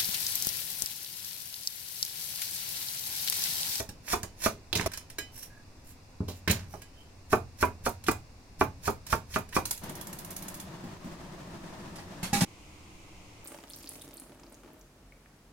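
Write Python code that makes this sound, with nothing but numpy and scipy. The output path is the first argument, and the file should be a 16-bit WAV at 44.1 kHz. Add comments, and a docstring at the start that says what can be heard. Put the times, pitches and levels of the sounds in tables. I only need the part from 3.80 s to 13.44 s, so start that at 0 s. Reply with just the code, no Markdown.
"""A cleaver cuts scallions on a thick wooden board, close to the microphone and to its right, in a small tiled kitchen.
Garlic is then crushed under the flat of the blade and chopped; an igniter ticks, a gas ring burns under a wok
and a steel lid is set down. The stove sound ends abruptly and a quiet room hiss is left.
Board, blade, lid and wok ring as sums of decaying modes; crunch, sparks and clash are showers of noise grains;
flame and room are coloured noise; a diffuse tail adds the tiles and cupboards."""
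import sys
import numpy as np
from scipy import signal
from scipy.fft import rfft, irfft, next_fast_len
from scipy.io import wavfile

SR = 44100
rng = np.random.default_rng(int(sys.argv[2]) if len(sys.argv) > 2 else 0)


def generate_wav(signal):
    """Clip the signal to [-1, 1] and save it as 16-bit WAV at the path in sys.argv[1]."""
    frames = np.transpose(np.atleast_2d(signal))
    scaled = np.clip(frames, -1, 1) * 32767
    pcm = np.round(scaled).astype(np.int16)
    wavfile.write(sys.argv[1], SR, pcm)


N = 425124
TIME = np.arange(N) / SR

# Cleaver strokes. Each row: landing in seconds, relative knock level in dB, edge hardness in dB (lift from 2 kHz up),
# place on the board from 0 to 1, relative crunch level in dB, time to cut through in seconds.
STROKES = [(0.001, -16.5, -31, 0.8, -32.5, 0.051), (0.3326, -4.5, -2, 0.12, -27.5, 0.067),
           (0.662, -5.5, -3.5, 0, -28, 0.064), (1.0613, -10, -1, 0.1, -30, 0.0034),
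           (3.53, 0.5, -6.5, 0.78, -33.5, 0.031), (3.8280, -0.5, -6.5, 1, -33.5, 0.043),
           (4.0645, -4.5, -12, 0.89, -30.5, 0.023), (4.2850, -2, 1, 0.79, -30, 0.021),
           (4.8124, -1.5, -3.5, 0.84, -34.5, 0.021), (5.0789, -3.5, -17, 0.76, -33.5, 0.05),
           (5.3284, -5.5, -5, 0.99, -32, 0.048), (5.561, -5.5, -2.5, 0.93, -36.5, 0.064),
           (5.7658, -3, -3, 0.3, -30.5, 0.037)]
# Stalks snap, cloves burst, skin scrapes or juice spits under the blade. Each row: start in seconds,
# relative level in dB, fade time in seconds, brightest frequency in Hz.
SMALL_BURSTS = [(0.281, -32.5, 0.0026, 1920), (0.929, -18, 0.0015, 3920), (0.9519, -21.5, 0.0064, 3700),
                (0.961, -22, 0.0013, 5870), (0.974, -21, 0.0011, 6430), (0.9965, -24.5, 0.001, 1930),
                (2.481, -42, 0.028, 4470), (2.676, -20.5, 0.0069, 1820), (2.697, -20.5, 0.0081, 2330),
                (2.71, -16, 0.0038, 6840), (4.092, -34, 0.003, 9000), (4.266, -31.5, 0.0031, 3520),
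                (4.312, -28.5, 0.004, 7500), (5.540, -33.5, 0.0059, 2900), (5.726, -39, 0.01, 1807)]
# Spectrum of crushed plant cells, also used for the tick of the blade. Each row: frequency in Hz, relative dB per Hz.
CRUNCH_SPECTRUM = [(200, -17), (900, -5.5), (1600, 0), (3000, -5), (6000, 2.5), (11000, -2.5),
                   (16000, -14.5)]
# Spectrum of the sparks and of rubbing steel. Each row: frequency in Hz, relative dB per Hz.
SPARK_SPECTRUM = [(500, -14), (1500, -1.5), (2800, -2.5), (4000, -2), (6000, 2), (11000, 5.5),
                  (16000, -5.5)]


def from_db(db):
    """Decibels to gain."""
    return 10 ** (np.asarray(db) / 20)


def rms_one(x):
    """Scale to unit power."""
    return x / np.sqrt(np.mean(x ** 2) + 1e-20)


def at_hz(points, hz):
    """Read a table on a log-frequency axis."""
    freqs, values = np.transpose(points)
    return np.interp(np.log(np.maximum(hz, 1)), np.log(freqs), values)


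def coloured(x, spectrum, tilt_db=0):
    """Give a noise its spectrum, tilted per octave above 800 Hz; unit power."""
    size = next_fast_len(x.shape[-1])
    hz = np.maximum(np.fft.rfftfreq(size, 1 / SR), 1)
    gain = from_db(at_hz(spectrum, hz) + tilt_db * np.log2(np.maximum(hz, 800)))
    return rms_one(irfft(rfft(x, size) * gain, size)[..., :x.shape[-1]])


def low_pass(x, hz):
    """Second-order low-pass."""
    return signal.sosfilt(signal.butter(2, min(hz, SR / 2 - 1), fs=SR, output="sos"), x)


def add(track, s, sound):
    """Mix a sound into a track at a given time."""
    start = int(round(s * SR))
    sound, start = sound[..., max(-start, 0):], max(start, 0)
    track[..., start:start + sound.shape[-1]] += sound[..., :track.shape[-1] - start]


def diffuse(size):
    """White stereo noise from all directions: alike in the bass, unrelated in the treble."""
    # Likeness of left and right. 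Each row: frequency in Hz, correlation from 0 to 1.
    likeness = [(100, 0.96), (250, 0.92), (500, 0.69), (1000, 0.2), (4000, 0.02)]
    padded = next_fast_len(size)
    mid, side = rfft(rng.standard_normal((2, padded)))
    alike = np.clip(at_hz(likeness, np.fft.rfftfreq(padded, 1 / SR)), -1, 1)
    stereo = np.sqrt(1 + alike) * mid + np.sqrt(1 - alike) * side * [[1], [-1]]
    return irfft(stereo, padded)[:, :size]


def kitchen(x, wet_db, pan_db, near_db=13.5, near_s=0.0022):
    """Direct sound plus dense reflections off tiles and cupboards; only the treble is shaded to one side."""
    # Decay of the room. Each row: frequency in Hz, t60 in seconds, relative strength of the reflections in dB.
    decay = [(80.5, 0.68, -2.5), (301, 0.27, -2.5), (424, 0.22, 2), (1420, 0.19, -1), (2950, 0.22, 0.5),
             (8660, 0.18, -2.5), (15000, 0.16, 3.5)]
    left_lag_s = 0.00007   # direct sound reaches the left side this much later
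    t, size = TIME[:SR // 2], next_fast_len(len(x) + SR // 2)
    tail_hz, hz = np.fft.rfftfreq(len(t), 1 / SR), np.fft.rfftfreq(size, 1 / SR)
    noise = rfft(diffuse(len(t)))
    centres, t60s, dbs = np.transpose(decay)
    tail = 0
    for share, t60, db in zip(np.eye(len(decay)), t60s, dbs):
        band = at_hz(np.c_[centres, share], tail_hz)
        tail = tail + irfft(noise * band, len(t)) * from_db(db - 60 * t / t60)
    near = 1 + from_db(near_db) * np.exp(-t / near_s)   # worktop and splashback answer first and strongest
    onset = np.clip((t - .0008) / 0.00035, 0, 1)
    tail = rms_one(tail * near * onset) / np.sqrt(len(t))
    # left minus right in dB: a negative pan leans right
    shade = at_hz([(150, 0.0087), (900, pan_db)], hz) * np.array([[.5], [-.5]])
    direct = np.exp(-2j * np.pi * hz * left_lag_s * np.array([[1], [0]]))
    heard = rfft(x, size) * (direct + from_db(wet_db) * rfft(tail, size)) * from_db(shade)
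    return irfft(heard, size)[:, :len(x)]


def grains(size, per_s, spread_db):
    """Tiny fractures of uneven size at random moments."""
    sizes = from_db(spread_db * np.minimum(rng.exponential(1, size), 4))
    return rng.standard_normal(size) * sizes * (rng.random(size) < per_s / SR)


def burst(spectrum, fade_s, tilt_db=0):
    """A sudden shower of fine clicks that dies away."""
    t = TIME[:SR // 2]
    return coloured(grains(len(t), per_s=14000, spread_db=0.5), spectrum, tilt_db) * np.exp(-t / fade_s)


def struck(modes, scatter_db, detune=0.0):
    """One blow rings every mode with a random strength and pitch shift; the deepest bass does not radiate."""
    hz, db, t60 = np.transpose(modes)[:, :, None]
    t = TIME[:SR // 2]
    strength, shift = rng.standard_normal((2, len(modes), 1))
    envelope = from_db(db + scatter_db * strength - 60 * t / t60)
    rings = envelope * np.sin(2 * np.pi * hz * (1 + detune * shift) * t)
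    return signal.sosfilt(signal.butter(2, 65, "high", fs=SR, output="sos"), rings.sum(axis=0))


def board_blow(place, hardness_db, dense_db=-23.0, dense_s=0.016):
    """The place weights the modes, the pressing blade detunes them, a hard contact lifts the high ones."""
    # Modes of board and counter. Each row: frequency in Hz, relative dB struck at place 0,
    # relative dB struck at place 1, t60 in seconds.
    board_modes = [(86.7, -46, -40.5, 0.49), (98.4, -28.5, -34, 0.23), (127, -39, -31.5, 0.14),
                   (178.6, -52, -32, 0.12), (222.3, -35.5, -34, 0.12), (268.6, -40, -33, 0.071),
                   (328, -23, -33, 0.05), (419, -19.5, -24.5, 0.07), (492, -63, -28, 0.035),
                   (663, -13.5, -44, 0.043), (763, -45, -33, 0.057), (925, -55, -27.5, 0.14),
                   (996, -25, -47, 0.067), (1195, -11.5, -14, 0.014), (1420, -42, -13.5, 0.022),
                   (1520, -45, -15, 0.02), (1696, -48, -29, 0.057), (2050, -29, -27, 0.038),
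                   (2373, -25, -26, 0.031)]
    # Many overlapping modes between them. Each row: frequency in Hz, relative dB per Hz.
    wood_spectrum = [(50, -42), (270, -2.5), (420, -6.5), (600, -6), (1100, -5), (1500, -9.5), (1900, -30),
                     (2450, -8.5), (3100, -45), (7000, -26)]
    modes = []
    for hz, db_0, db_1, t60 in board_modes:
        lift_db = hardness_db * np.clip(np.log2(hz / 1000), 0, 1)
        modes.append((hz, db_0 + place * (db_1 - db_0) + lift_db, t60))
    clear = struck(modes, scatter_db=2, detune=.03)
    return clear + from_db(dense_db) * burst(wood_spectrum, dense_s, hardness_db / 3)


def small_burst(hz, fade_s, build_s=0.0011, below_db=-16, above_db=-25):
    """One snap, scrape or spit, brightest around a given pitch; it takes a moment to build."""
    spectrum = [(hz / 16, 2 * below_db), (hz / 2, below_db / 2), (hz, 0), (2 * hz, above_db / 3), (8 * hz, above_db)]
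    return (1 - np.exp(-TIME[:SR // 2] / build_s)) * burst(spectrum, fade_s)


def room_tone(until_stop, first_db=-58, last_db=-54):
    """One steady hiss until the stove sound stops, another after it, over a rumble that swells with each stroke."""
    # Spectra of the first hiss, the last hiss and the counter's rumble. Each row: frequency in Hz, relative dB per Hz.
    first_spectrum = [(71, -22), (120, -6), (204, -19), (251, -2.5), (301, -9.5), (988, -13), (1290, -18),
                      (1650, -19.5), (2750, -18), (3110, -30.5), (3380, -24), (4980, -19), (16000, -39)]
    last_spectrum = [(59, -39), (100, -54), (185, -12.5), (234, -34), (295, -12.5), (406, -22.5),
                     (608, -25), (676, -24), (1100, -24), (1760, -35.5), (2080, -25), (2690, -26),
                     (3700, -33.5), (6700, -33), (16000, -50)]
    rumble_spectrum = [(15, -2), (33, -5), (60, -6.5), (92, -3), (130, -11), (300, -19.5), (1500, -103)]
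    rumble_db, stroke_rumble_db, stroke_rumble_s = -53.5, -43.5, 0.022
    first_hiss = from_db(first_db) * coloured(diffuse(N), first_spectrum)
    last_hiss = from_db(last_db) * coloured(diffuse(N), last_spectrum)
    swells = sum(np.exp(-((TIME - row[0]) / stroke_rumble_s) ** 2) for row in STROKES)
    rumble_level = from_db(rumble_db) + from_db(stroke_rumble_db) * swells
    rumble = rumble_level * coloured(diffuse(N), rumble_spectrum)
    return until_stop * first_hiss + (1 - until_stop) * last_hiss + rumble


def flame(flutter_db=1.6, flutter_hz=14):
    """The gas catches with a puff and settles to a steady, softly fluttering roar."""
    # Spectrum of the burner. Each row: frequency in Hz, relative dB per Hz.
    flame_spectrum = [(24, -73), (40, -15), (58, -21), (185, -1), (243, -11), (363, -7.5), (422, -19),
                      (646, -12), (751, -17), (942, -13.5), (1520, -22), (1810, -19.5), (2050, -24.5),
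                      (6820, -32), (16000, -45.5)]
    light_s, catch_s, puff_fade_s = 6.01, 0.03, 0.083
    puff_db, roar_db = -43, -46
    caught = np.clip((TIME - light_s) / catch_s, 0, 1)
    puff = from_db(puff_db) * np.exp(-np.maximum(TIME - light_s - catch_s, 0) / puff_fade_s)
    flutter = from_db(flutter_db * rms_one(low_pass(rng.standard_normal(N), flutter_hz)))
    return caught * (from_db(roar_db) + puff) * flutter * coloured(diffuse(N), flame_spectrum)


def igniter(gain_db=-4.0, snap_s=0.0029, uneven_db=1, sizzle_db=-20, sizzle_s=0.028, count=15):
    """Each spark is a bright snap with a brief sizzle: two loud ones, then a quieter even train that slowly grows."""
    # The first, loud sparks. Each row: start in seconds, relative level in dB.
    loud_sparks = [(5.854, -26.5), (5.909, -23.5)]
    ticking_s, period_s = 5.976, 0.0588
    tick_db, rise_db_per_s = -38.5, 5.5
    out, t = np.zeros(N), TIME[:SR // 6]
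    train = []
    for later_s in period_s * np.arange(count):
        level_db = tick_db + rise_db_per_s * later_s + uneven_db * rng.standard_normal()
        train.append((ticking_s + later_s, level_db))
    for s, db in loud_sparks + train:
        sizzle = coloured(grains(len(t), per_s=1200, spread_db=3.5), SPARK_SPECTRUM) * np.exp(-t / sizzle_s)
        add(out, s, from_db(db + gain_db) * burst(SPARK_SPECTRUM, snap_s))
        add(out, s, from_db(db + sizzle_db) * sizzle)
    return out


def lid(thud_db=-26, thud_s=0.047):
    """The rim clashes on the wok, the lid rings and the wok thumps on its stand."""
    # The lid meets the wok. Each row: start in seconds, relative clash level in dB, clash fade time in seconds,
    # relative ring level in dB, relative thump level in dB.
    lid_hits = [(7.04, -71, 0.018, -28.5, -17), (7.245, -63, 0.016, -42, -17),
                (8.156, -49.5, 0.012, -31, -32), (8.185, -59.5, 0.045, -23, -37),
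                (8.429, -38.5, 0.03, -42, -17), (8.5301, -33, 0.052, -6.5, -3.5),
                (8.607, -29.5, 0.017, -23, -12), (8.619, -42, 0.032, -12.5, -1.5)]
    # Modes of the lid, then of the wok on its stand. Each row: frequency in Hz, relative dB, t60 in seconds.
    lid_modes = [(808, -20, 0.21), (1110, -40, .15), (1685, -32, 0.21), (1930, -35, 0.26),
                 (2660, -35, 0.18), (2870, -51, 0.091), (4880, -27, 0.072), (7849, -49, .14)]
    wok_modes = [(111, -48, 0.066), (155, -30, 0.078), (178.5, -21, 0.13), (243, -27, 0.077)]
    # Spectra of the clash and of the wok's many low modes at once. Each row: frequency in Hz, relative dB per Hz.
    clash_spectrum = [(100, 10.5), (400, 0), (1500, 3.5), (2800, 1), (4500, 2), (7500, 2), (11000, -2),
                      (16000, -19)]
    thud_spectrum = [(30, -11), (90, -36), (140, -11), (200, 8), (300, -8), (450, -29), (1500, -41)]
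    out = np.zeros((2, N))
    for s, clash_db, fade_s, ring_db, thump_db in lid_hits:
        thump = struck(wok_modes, scatter_db=1.5) + from_db(thud_db) * burst(thud_spectrum, thud_s)
        clash = burst(clash_spectrum, fade_s)
        ring = struck(lid_modes, scatter_db=1)
        add(out, s, from_db(clash_db) * kitchen(clash, wet_db=9.5, pan_db=-3.5))
        add(out, s, from_db(ring_db) * kitchen(ring, wet_db=-3.0, pan_db=-2.5))
        add(out, s, from_db(thump_db) * kitchen(thump, wet_db=0.0, pan_db=2.0))
    return out


def blade(tick_s=0.0045, sharpness=45, judder_db=1.5):
    """Steel ticks and rings when knocked; uneven sliding friction makes it sing at a pitch given for each slide."""
    # The blade touches the board or is knocked. Each row: start in seconds, tick level in dB, relative ring level in dB.
    clinks = [(0.09, -41, -23.5), (0.431, -33.5, -18), (1.117, -39.5, -33), (1.135, -35.5, -11.5),
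              (1.1737, -35.5, -36), (1.3002, -43, -37), (1.3843, -31.5, -1), (2.939, -53, -24),
              (3.018, -44.5, -19), (4.239, -42.5, -35), (5.266, -38.5, -22), (5.689, -50.5, -31.5)]
    # Modes of the knocked blade. Each row: frequency in Hz, relative dB, t60 in seconds.
    blade_modes = [(1647, -39, 0.15), (2000, -46.5, .18), (2272, -37, 0.055), (2467, -47, 0.21),
                   (3031, -45.5, 0.27), (4060, -44, 0.18), (4960, -46, .17), (5440, -39.5, 0.09),
                   (5900, -51, 0.11), (6700, -38, 0.097), (7500, -42, 0.094), (8200, -47, 0.074),
                   (10800, -61, .045), (13300, -60, .045)]
    # The blade slides over board and garlic. Each row: start in seconds, length in seconds, rubbing level in dB,
    # singing frequency in Hz, singing level in dB.
    slides = [(1.515, .17, -53.5, 5620, -60), (1.668, 0.16, -82, 1658, -65), (2.035, .11, -60, 7400, -66),
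              (2.52, 0.094, -63.5, 7060, -66), (2.87, 0.14, -65, 5850, -71), (3.12, 0.19, -80, 3090, -73)]
    slide_edge_s = 0.052   # a slide gathers speed and stops within this time
    out, ring = np.zeros(N), struck(blade_modes, scatter_db=1)
    for s, tick_db, ring_db in clinks:
        add(out, s, from_db(ring_db) * ring + from_db(tick_db) * burst(CRUNCH_SPECTRUM, tick_s))
    judder = from_db(judder_db * rms_one(low_pass(rng.standard_normal(N), 36)))
    friction = judder * coloured(grains(N, per_s=3000, spread_db=4.0), SPARK_SPECTRUM)
    for s, length, rub_db, hz, sing_db in slides:
        singing = rms_one(signal.lfilter(*signal.iirpeak(hz, sharpness, fs=SR), friction))
        speed = np.clip(np.minimum(TIME - s, s + length - TIME) / slide_edge_s, 0, 1)
        out += speed * (from_db(sing_db) * singing + from_db(rub_db) * friction)
    return out


def palm(gain_db=-5.0, weight_db=-3.5):
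    """A soft blow wakes mainly the low modes of the board; the weight of the arm shakes the counter."""
    # The palm lands on the flat blade, or the edge catches on a clove. Each row: start in seconds,
    # relative level in dB, softness as a cut-off in Hz.
    palm_blows = [(0.09, -17.5, 387), (0.434, -17, 740), (0.931, -14, 690), (0.957, -6, 393),
                  (0.997, -10.5, 486), (1.385, -21.5, 774), (2.405, -0.5, 229), (2.485, -13.5, 620),
                  (2.677, -1.5, 290), (2.699, 1.5, 250), (2.938, -17, 736), (3.5245, -11.5, 800),
                  (5.073, -14, 800)]
    # Modes of the counter under the arm. Each row: frequency in Hz, relative dB, t60 in seconds.
    counter_modes = [(89.3, -28, 0.55), (104, -25, 0.28), (174.8, -29, 0.24)]
    out = np.zeros((2, N))
    for s, db, soft_hz in palm_blows:
        wood = low_pass(board_blow(0.86, 0, dense_db=-18.5, dense_s=0.018), soft_hz)
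        add(out, s, from_db(db + weight_db) * struck(counter_modes, scatter_db=0.5))
        add(out, s, kitchen(from_db(db + gain_db) * wood, wet_db=4, pan_db=-6.0))
    return out


def cracks(gain_db=-2.5, skin_tilt_db=-4.5):
    """Short noise bursts for snaps, scrapes and spits; the dry skin of a crushed clove crackles on."""
    # Skin crackles ever more faintly. Each row: start in seconds, level in dB before the fade, fade time in seconds.
    crushes = [(0.984, -40, 0.065), (2.72, -42, 0.05)]
    out, t = np.zeros(N), TIME[:SR // 2]
    for s, db, fade_s, hz in SMALL_BURSTS:
        add(out, s, from_db(db + gain_db) * small_burst(hz, fade_s))
    for s, db, fade_s in crushes:
        crackle = coloured(grains(len(t), per_s=1500, spread_db=7.5), CRUNCH_SPECTRUM, skin_tilt_db)
        add(out, s, from_db(db) * np.exp(-t / fade_s) * crackle)
    return out


def pops(gain_db=3.5, cycles=1.44, slow_s=0.0033):
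    """Each small burst starts with a sharp pop that rings for a few cycles; slow ones pop less."""
    out, t = np.zeros(N), TIME[:SR // 20]
    for s, db, fade_s, hz in SMALL_BURSTS:
        level = from_db(db + gain_db) * 2 / (1 + fade_s / slow_s)
        add(out, s, level * np.sin(2 * np.pi * hz * t) * np.exp(-hz * t / cycles))
    return out


def crunches(swell_db=21, bend=1.52, fade_s=0.0078, gain_db=-4.0, spit_s=0.0031):
    """Cells burst ever louder as the edge sinks in, until the board stops it; juice spits just after."""
    spit_db, spit_delay_s, spit_hz = -36.5, 0.023, 10600
    out, t = np.zeros(N), TIME[:SR // 3] - 1 / 6   # time 0 is when the edge lands
    for s, _, _, _, db, cut_s in STROKES:
        rise = from_db(-swell_db * (np.maximum(-t, 0) / cut_s) ** bend)
        fall = np.exp(-np.maximum(t, 0) / fade_s)
        cells = coloured(grains(len(t), per_s=9000, spread_db=4.5), CRUNCH_SPECTRUM)
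        add(out, s + t[0], from_db(db + gain_db) * rise * fall * cells)
        add(out, s + spit_delay_s, from_db(spit_db) * small_burst(spit_hz, spit_s))
    return out


def knocks(gain_db=0.5, contact_hz=2900):
    """The edge hits the board and nearby surfaces answer; arm and blade have moved, so reflections vary by blow."""
    # Worktop, splashback and cupboard answer first. Each row: delay at the left in seconds,
    # delay at the right in seconds, level against the blow in dB.
    echoes = [(.0026, 0.0035, -13.5), (.0051, 0.0034, -6), (.0079, .008, -7.5)]
    out = np.zeros((2, N))
    for s, db, hardness_db, place, _, _ in STROKES:
        blow = -from_db(db + gain_db) * low_pass(board_blow(place, hardness_db), contact_hz)
        add(out, s, kitchen(blow, wet_db=0.5, pan_db=-5.5))
        for left_s, right_s, echo_db in echoes:
            add(out[0], s + left_s, from_db(echo_db) * blow)
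            add(out[1], s + right_s, from_db(echo_db) * blow)
    return out


def scene():
    """The board lies close and to the right; the stove stands further off, its flame a touch to the left."""
    # Chopping breaks off after the scallions and returns for the garlic. Each row: time in seconds, gain.
    chopping_gain = [(1.076, 1), (1.080, 0), (3.0, 0), (3.2, 1)]
    stop_s = 8.652   # the stove sound ends here
    until_stop = np.clip((stop_s - TIME) / 0.0063, 0, 1)
    chopping_on = np.interp(TIME, *np.transpose(chopping_gain))
    # thin bright sounds fill the room more than the board does
    chops = knocks() + kitchen(crunches(), wet_db=6, pan_db=-3.5)
    handling = palm() + kitchen(cracks() + blade(), wet_db=6, pan_db=-4.5)
    handling += kitchen(pops(), wet_db=2.5, pan_db=-11.5)
    stove = kitchen(igniter(), wet_db=9.0, pan_db=-3.0) + lid() + flame() * from_db([[.6], [-.6]])
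    return chopping_on * chops + handling + until_stop * stove + room_tone(until_stop)


def record(dry):
    """The top is cut steeply above 16.2 kHz."""
    return signal.sosfilt(signal.ellip(10, .1, 80, 16200, fs=SR, output="sos"), dry)


dry = scene()
out = record(dry)
generate_wav(out)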